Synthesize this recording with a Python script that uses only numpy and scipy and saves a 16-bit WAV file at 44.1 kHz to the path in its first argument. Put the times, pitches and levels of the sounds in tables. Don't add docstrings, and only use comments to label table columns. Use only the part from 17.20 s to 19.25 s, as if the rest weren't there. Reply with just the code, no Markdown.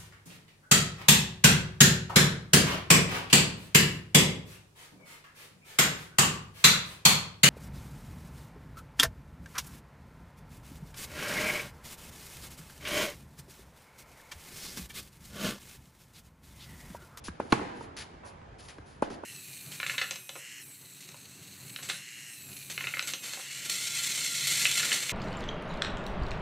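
import sys
import numpy as np
from scipy import signal
from scipy.fft import rfft, irfft, next_fast_len
from scipy.io import wavfile
from scipy.ndimage import uniform_filter1d

SR = 44100
rng = np.random.default_rng(int(sys.argv[2]) if len(sys.argv) > 2 else 0)


def unload_wav(signal):
    wavfile.write(
        sys.argv[1],
        SR,
        np.round(np.clip(np.atleast_2d(signal).T, -1, 1) * 32767).astype(np.int16),
    )


N = 90404

# start_s, level_db
STROKES = [(0.3228, -6)]
# pitch_hz, level_db, t60_s, onset_s, pan_left_db
RACKET_MODES = [(128.3, -18, 0.085, 0.0026, 1.5), (223, -5, 0.024, 0.0055, 1.5),
                (321, -1.5, 0.027, 0.0023, -0.5), (449, -17, 0.07, 0.00292, 7.5),
                (850, -8, .034, 0.0032, -6), (1095, -3.5, .024, 0.003126, -4),
                (1444, -10.5, 0.022, 0.00255, -8), (1600, -11, 0.013, 0.00208, 0),
                (2170, -10.5, 0.019, 0.001666, -2), (2302, -15, 0.033, 0.00109, -1),
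                (3404, -18.5, 0.03, 0.00095, -6), (3995, -18, 0.015, 0.000492, -5),
                (4170, -20, 0.017, 0.000992, -6), (5780, -24, 0.016, .002, 0),
                (838, -39, 0.75, 0.00301, -1), (1098, -39.5, 0.43, 0.00298, -3)]
# freq_hz, density_db
CRACK_SPECTRUM = [(300, -6), (1000, -2), (2400, 0.5), (3100, -2.5), (4200, 1), (5100, -17), (5800, -19),
                  (7000, -11.5), (11000, -15.5)]
# freq_hz, density_db
STROKE_SPRAY = [(60, -10.5), (190, 7), (400, 6), (580, -1), (900, 2.5), (1300, -3.5), (2200, -10),
                (4000, -18), (5500, -20.5), (11000, -22)]
# delay_s, level_db, low_hz, high_hz
SLAPBACKS = [(0.068, -21, 250, 2600), (0.176, -28.5, 1200, 2600)]
CRACK_DB, STROKE_SPRAY_DB, STROKE_COURT_DB = -21, 3.5, -21.5

def racket():
    direct, spray, echoes = np.zeros((2, N)), np.zeros(N), np.zeros(N)
    for start_s, level_db in STROKES:
        for *mode, pan_db in RACKET_MODES:
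            add(direct, start_s, amp(level_db) * pan(pan_db) * ring([mode], rise_s=0.00094))
        crack = burst(CRACK_SPECTRUM, rise_s=0.0007, hold_s=0.0029, fall_s=0.0014)
        add(direct, start_s, amp(CRACK_DB) * crack)
        add(spray, start_s, amp(STROKE_SPRAY_DB) * pulse(STROKE_SPRAY))
    mono = direct.mean(0)
    for delay_s, level_db, low_hz, high_hz in SLAPBACKS:
        add(echoes, delay_s, amp(level_db) * butterworth(mono, [low_hz, high_hz], "band"))
    return arrive(direct, left_lead_s=-0.000095) + echoes + court(amp(STROKE_COURT_DB) * mono + spray)

# start_s, pop_db, grit_db, pan_left_db, left_lead_s, court_db, low_cut_hz, pitch_ratio
BOUNCES = [(0.1994, -17.5, -45.5, 1.5, 0, -7.5, 200, 1), (1.8234, -11, -33.5, 2, .0002, -2.5, 188, 1),
           (2.035, -28, -55.5, -1, -.0002, -17, 230, 1.04)]
# pitch_hz, level_db, t60_s, onset_s
BALL_MODES = [(269, -3, 0.02, 0.0006), (374, -0.5, 0.012, 0.0005), (577, -5, 0.021, 0.001),
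              (700, -11.5, 0.0185, 0.0003), (847, -4.5, 0.022, 0.0007), (1026, -6, 0.013, 0.0001),
              (1420, -17, 0.04, 0.0007), (1600, -25, .04, .0006), (2020, -29, 0.034, 0.0007),
              (2455, -29.5, .06, 0)]
# freq_hz, density_db
GRIT_SPECTRUM = [(300, 12.5), (1500, 3.5), (2200, -15), (3000, -15), (7000, -12.5), (10000, -6),
                 (12000, -17)]
# freq_hz, density_db
BOUNCE_SPRAY = [(100, -16), (250, 5.5), (450, 4), (900, -1.5), (1200, -8), (1600, -10), (2200, -21),
                (10000, -34)]
BALL_RISE_S, GRIT_LEAD_S = 0.00061, 0.0018

def bounces():
    out = np.zeros((2, N))
    for start_s, pop_db, grit_db, pan_db, left_lead_s, court_db, low_cut_hz, pitch_ratio in BOUNCES:
        direct, spray = np.zeros((2, N))
        pop = ring(BALL_MODES, BALL_RISE_S, pitch_ratio)
        add(direct, start_s, amp(pop_db) * butterworth(pop, low_cut_hz, "high"))
        grit = burst(GRIT_SPECTRUM, BALL_RISE_S, hold_s=GRIT_LEAD_S, fall_s=0.0077)
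        add(direct, start_s - GRIT_LEAD_S, amp(grit_db) * grit)
        add(spray, start_s, amp(court_db) * pulse(BOUNCE_SPRAY))
        out += pan(pan_db) * arrive(direct, left_lead_s) + court(spray)
    return out

# start_s, thud_db, slap_db, click_db, pitch_ratio
FOOTFALLS = [(0.083, -34.5, -31.5, -35, 0.96), (0.393, -37, -43, -54, 1.1), (0.94, -41.5, -46, -58, 1),
             (1.216, -46, -45, -55, 0.86), (1.327, -40, -55, -66, 1), (1.583, -38.5, -42, -46, 1.54),
             (1.903, -52, -38, -42, 1.33)]
# pitch_hz, level_db, t60_s, onset_s
SHOE_MODES = [(185, -1, 0.048, .004), (286, 0, 0.027, 0.0017), (455, -15, 0.012, 0.002),
              (1210, -24, 0.005, 0)]
# pitch_hz, level_db, t60_s, onset_s
THUD_MODES = [(69.6, -1.7, 0.13, 0.006), (116.7, 0, 0.075, 0.0046)]
# freq_hz, density_db
CLICK_SPECTRUM = [(650, -4), (1180, 12), (1700, 5), (5000, -11.5), (11000, -23)]
SHOE_RISE_S, STEP_COURT_DB = 0.00013, -13

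def footsteps():
    out = np.zeros(N)
    for start_s, thud_db, slap_db, click_db, pitch_ratio in FOOTFALLS:
        click = burst(CLICK_SPECTRUM, SHOE_RISE_S, hold_s=SHOE_RISE_S, fall_s=0.0045)
        add(out, start_s, amp(click_db) * click)
        add(out, start_s, amp(slap_db) * ring(SHOE_MODES, SHOE_RISE_S, pitch_ratio))
        add(out, start_s, amp(thud_db) * ring(THUD_MODES, rise_s=0.013))
    return out + amp(STEP_COURT_DB) * court(out)

# start_s, hold_s, level_db, tilt_db_per_octave, rise_s, fall_s
SCUFFS = [(0.038, 0.042, -42, 5, 0.0045, 0.0083), (0.215, 0.097, -62.5, 2.5, 0.0081, 0.023),
          (0.296, 0.02, -50.5, 0, 0.011, 0.008), (0.543, 0.081, -59.5, 4, 0.02, 0.025),
          (0.601, 0.041, -55.5, 3, 0.025, 0.016), (0.7652, 0.057, -43, 0.4, 0.0018, 0.019),
          (1.044, 0.044, -52, 5, 0.014, 0.019), (1.381, 0.027, -51.5, 2, 0.015, 0.021),
          (1.421, 0.037, -54, 4.5, 0.0083, 0.069), (1.481, 0.023, -49, 0, 0.0031, 0.023),
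          (1.652, 0.06, -60, 3.5, 0.017, 0.058), (1.833, 0.038, -55, -2, 0.0064, 0.019),
          (1.898, 0.045, -52, 0, 0.0058, 0.02)]
# freq_hz, density_db
SCRAPE_SPECTRUM = [(200, -7.5), (900, -5.5), (2000, 1.5), (3200, -1), (4600, -2.5), (6100, -6.5),
                   (7000, -6.5), (10000, -5), (12000, -8.5)]
# pitch_hz, level_db
TREAD_MODES = [(4550, -3), (5210, 0), (6020, 2.5)]
GRAINS_PER_S, GRAIN_SPREAD_DB, TREAD_WIDTH_HZ = 6000, 2, 100
SLOW_TILT_DB_PER_OCTAVE, SCUFF_COURT_DB = -2, -12.5

def scuffs():
    out, size = np.zeros(N), SR // 2
    t = np.arange(size) / SR
    for start_s, hold_s, level_db, tilt, rise_s, fall_s in SCUFFS:
        ticks = (rng.random(size) < GRAINS_PER_S / SR) * rng.choice([-1, 1], size)
        grains = ticks * amp(GRAIN_SPREAD_DB * rng.exponential(1, size))
        tread = sum(amp(db) * signal.lfilter(*signal.iirpeak(hz, hz / TREAD_WIDTH_HZ, SR), grains)
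                    for hz, db in TREAD_MODES)
        fast = coloured(grains + tread, SCRAPE_SPECTRUM, tilt)
        slow = coloured(grains, SCRAPE_SPECTRUM, tilt + SLOW_TILT_DB_PER_OCTAVE)
        slowed = np.minimum(t / (hold_s + fall_s), 1) ** 2
        scrape = (1 - slowed) * fast + slowed * slow
        add(out, start_s, amp(level_db) * scrape * envelope(size, rise_s, hold_s, fall_s))
    return out + amp(SCUFF_COURT_DB) * court(out)

# pitch_hz, level_db, t60_s, onset_s
FAR_BALL_MODES = [(460, -1.5, 0.025, 0.001), (910, -1.5, 0.044, 0.0016), (1270, -7, 0.022, 0.00076)]

def far_tap(start_s=0.6068, level_db=-30.5, pan_db=-2.5, court_db=-14):
    out = np.zeros(N)
    add(out, start_s, amp(level_db) * ring(FAR_BALL_MODES, rise_s=0.0015))
    return pan(pan_db) * out + amp(court_db) * court(out)

# start_s, level_db, fall_s, pan_left_db, court_db
FAR_KNOCKS = [(1.03, -52.5, 0.08, -3, 5.5)]
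# freq_hz, density_db
KNOCK_SPECTRUM = [(150, -25), (450, -1), (900, 1), (1600, -11), (6000, -40)]

def far_knock():
    out = np.zeros((2, N))
    for start_s, level_db, fall_s, pan_db, court_db in FAR_KNOCKS:
        knock = np.zeros((2, N))
        shape = envelope(N, rise_s=0.0034, hold_s=0.0068, fall_s=fall_s)
        add(knock, start_s, amp(level_db) * coloured(diffuse(N), KNOCK_SPECTRUM) * shape)
        out += pan(pan_db) * (knock + amp(court_db) * court(knock.mean(0)))
    return out

# freq_hz, t60_s
COURT_DECAY = [(100, 1.5), (1000, 1.84), (2000, 1.0), (4000, 1.04), (10000, 0.56)]
# freq_hz, gain_db
COURT_COLOUR = [(60, -3), (180, -3.5), (400, -2.5), (1000, 0), (2000, 5), (4000, 2.5), (7000, 0.5),
                (11000, -0.5)]
# delay_s, level_db, smear_s
WALL_ECHOES = [(0.046, -9.5, 0.01), (0.08, -13, 0.024)]
FENCE_DB, FENCE_T60_S, WALL_CUTOFF_HZ = 7, 0.096, 1170
NOTCH_HZ, NOTCH_SINK_S, NOTCH_WIDTH_HZ, NOTCH_DB = 1963, 0.47, 99, -7

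def court(sound):
    size = next_fast_len(SR * 5 // 4)
    hz, t, bands = signal.stft(diffuse(size), SR, nperseg=256)
    fade = decay(t, curve(COURT_DECAY, hz)[:, None]) + amp(FENCE_DB) * decay(t, FENCE_T60_S)
    tail = signal.istft(bands * fade, SR, nperseg=256)[1][:, :size]
    hz, t, bands = signal.stft(tail, SR, nperseg=1024)
    centre_hz = NOTCH_HZ * np.exp(-t / NOTCH_SINK_S)
    notch = np.exp(-((hz[:, None] - centre_hz) / NOTCH_WIDTH_HZ) ** 2)
    tail = signal.istft(bands * amp(NOTCH_DB * notch), SR, nperseg=1024)[1][:, :size]
    tail /= np.linalg.norm(tail[0])
    colour = amp(curve(COURT_COLOUR, np.fft.rfftfreq(2 * size, 1 / SR)))
    tail = irfft(rfft(tail, 2 * size) * colour)[:, :size]
    for delay_s, level_db, smear_s in WALL_ECHOES:
        echo = diffuse(size) * envelope(size, smear_s / 2, smear_s / 2, smear_s)
        echo /= np.linalg.norm(echo[0])
        add(tail, delay_s, amp(level_db) * butterworth(echo, WALL_CUTOFF_HZ, "low"))
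    return signal.fftconvolve(sound[None], tail, axes=1)[:, :N]

# freq_hz, density_db
CITY_SPECTRUM = [(20, -32), (50, -2), (90, -1), (150, -4), (300, -11), (900, -12), (1500, -16.5),
                 (3400, -30), (7000, -40), (11000, -52)]

def city(level_db=-52.5, waver_db=1.5):
    bands = signal.stft(diffuse(N), nperseg=1024)[2]
    patches = uniform_filter1d(rng.standard_normal(bands.shape[1:]), size=8, axis=0)
    patches = unit_rms(uniform_filter1d(patches, size=6, axis=1))
    uneven = signal.istft(bands * amp(waver_db * patches))[1][:, :N]
    return amp(level_db) * coloured(uneven, CITY_SPECTRUM)

# freq_hz, coherence
DIFFUSE_COHERENCE = [(60, 0.94), (130, 0.99), (270, 0.75), (570, -0.041), (1210, -0.47), (2300, 0.58),
                     (5500, 0.075), (11000, 1)]

def diffuse(size):
    mid, side = rfft(rng.standard_normal((2, size)))
    coherence = np.clip(curve(DIFFUSE_COHERENCE, np.fft.rfftfreq(size, 1 / SR)), -1, 1)
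    mid *= np.sqrt((1 + coherence) / 2)
    side *= np.sqrt((1 - coherence) / 2)
    return irfft(np.array([mid + side, mid - side]), size)

def ring(modes, rise_s, pitch_ratio=1):
    t = np.arange(SR * 3 // 4) / SR
    out = np.zeros(len(t))
    for pitch_hz, level_db, t60_s, onset_s in modes:
        age = np.maximum(t - onset_s, 0)
        swell = 1 - np.exp(-(age / rise_s) ** 2)
        out += amp(level_db) * swell * decay(age, t60_s) * np.sin(2 * np.pi * pitch_hz * pitch_ratio * age)
    return out

def burst(spectrum, rise_s, hold_s, fall_s):
    size = SR // 8
    return coloured(rng.choice([-1., 1.], size), spectrum) * envelope(size, rise_s, hold_s, fall_s)

def pulse(spectrum, centre_s=0.003):
    hz = np.fft.rfftfreq(SR // 8, 1 / SR)
    click = irfft(amp(curve(spectrum, hz)) * np.exp(-2j * np.pi * hz * centre_s))[:len(hz)]
    return click / np.linalg.norm(click)

def arrive(sound, left_lead_s, aligned_above_hz=1900):
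    hz = np.fft.rfftfreq(sound.shape[-1], 1 / SR)
    phase = np.pi * hz * left_lead_s / (1 + (hz / aligned_above_hz) ** 4)
    return irfft(rfft(sound) * np.exp(1j * np.array([phase, -phase])), sound.shape[-1])

def coloured(noise, spectrum, tilt_db_per_octave=0):
    hz = np.fft.rfftfreq(noise.shape[-1], 1 / SR)
    gain_db = curve(spectrum, hz) + tilt_db_per_octave * np.log2(np.maximum(hz, hz[1]))
    return unit_rms(irfft(rfft(noise) * amp(gain_db), noise.shape[-1]))

def envelope(size, rise_s, hold_s, fall_s):
    t = np.arange(size) / SR
    return np.minimum(t / rise_s, 1) * np.exp(-np.maximum(t - hold_s, 0) / fall_s)

def decay(t, t60_s):
    return np.exp(-np.log(1000) * t / t60_s)

def butterworth(sound, edge_hz, kind):
    return signal.sosfilt(signal.butter(2, edge_hz, kind, fs=SR, output="sos"), sound)

def curve(points, hz):
    freq_hz, value = np.transpose(points)
    return np.interp(np.log(hz + 1), np.log(freq_hz + 1), value)

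def add(mix, start_s, sound):
    part = mix[..., max(round(start_s * SR), 0):][..., :sound.shape[-1]]
    part += sound[..., :part.shape[-1]]

def pan(left_db):
    return amp(np.array([[left_db], [-left_db]]) / 2)

def amp(db):
    return 10 ** (np.asarray(db) / 20)

def unit_rms(x):
    return x / np.sqrt(np.mean(x ** 2) + 1e-20)

def scene():
    return racket() + bounces() + far_tap() + far_knock() + scuffs() + footsteps() + city()

# freq_hz, gain_db
MIC_RESPONSE = [(20, 1), (7300, 0.5), (8300, 2.5), (9300, 0), (11000, -2.5), (12000, -12)]
# freq_hz, left_minus_right_db
MIC_BALANCE = [(100, -.3), (600, -2), (1200, -2), (2100, -.5), (3600, 2.5), (6400, 4.5), (9000, 1)]
# freq_hz, left_lead_rad
MIC_PHASE = [(20, 0), (7000, 0), (7900, -3.1), (8850, -3.2), (9400, -6.3), (11000, -6.3), (11500, -9.4)]
BAND_LIMIT_HZ = 11900

def record(dry):
    hz = np.fft.rfftfreq(2 * N, 1 / SR)
    side = np.array([[0.5], [-0.5]])
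    gain = amp(curve(MIC_RESPONSE, hz) + side * curve(MIC_BALANCE, hz))
    phase = side * curve(MIC_PHASE, hz)
    heard = irfft(rfft(dry, 2 * N) * gain * np.exp(1j * phase))[:, :N]
    lowpass = signal.firwin(301, BAND_LIMIT_HZ, window=("kaiser", 9), fs=SR)
    return signal.oaconvolve(heard, lowpass[None], "same")

dry = scene()
out = record(dry)
unload_wav(out)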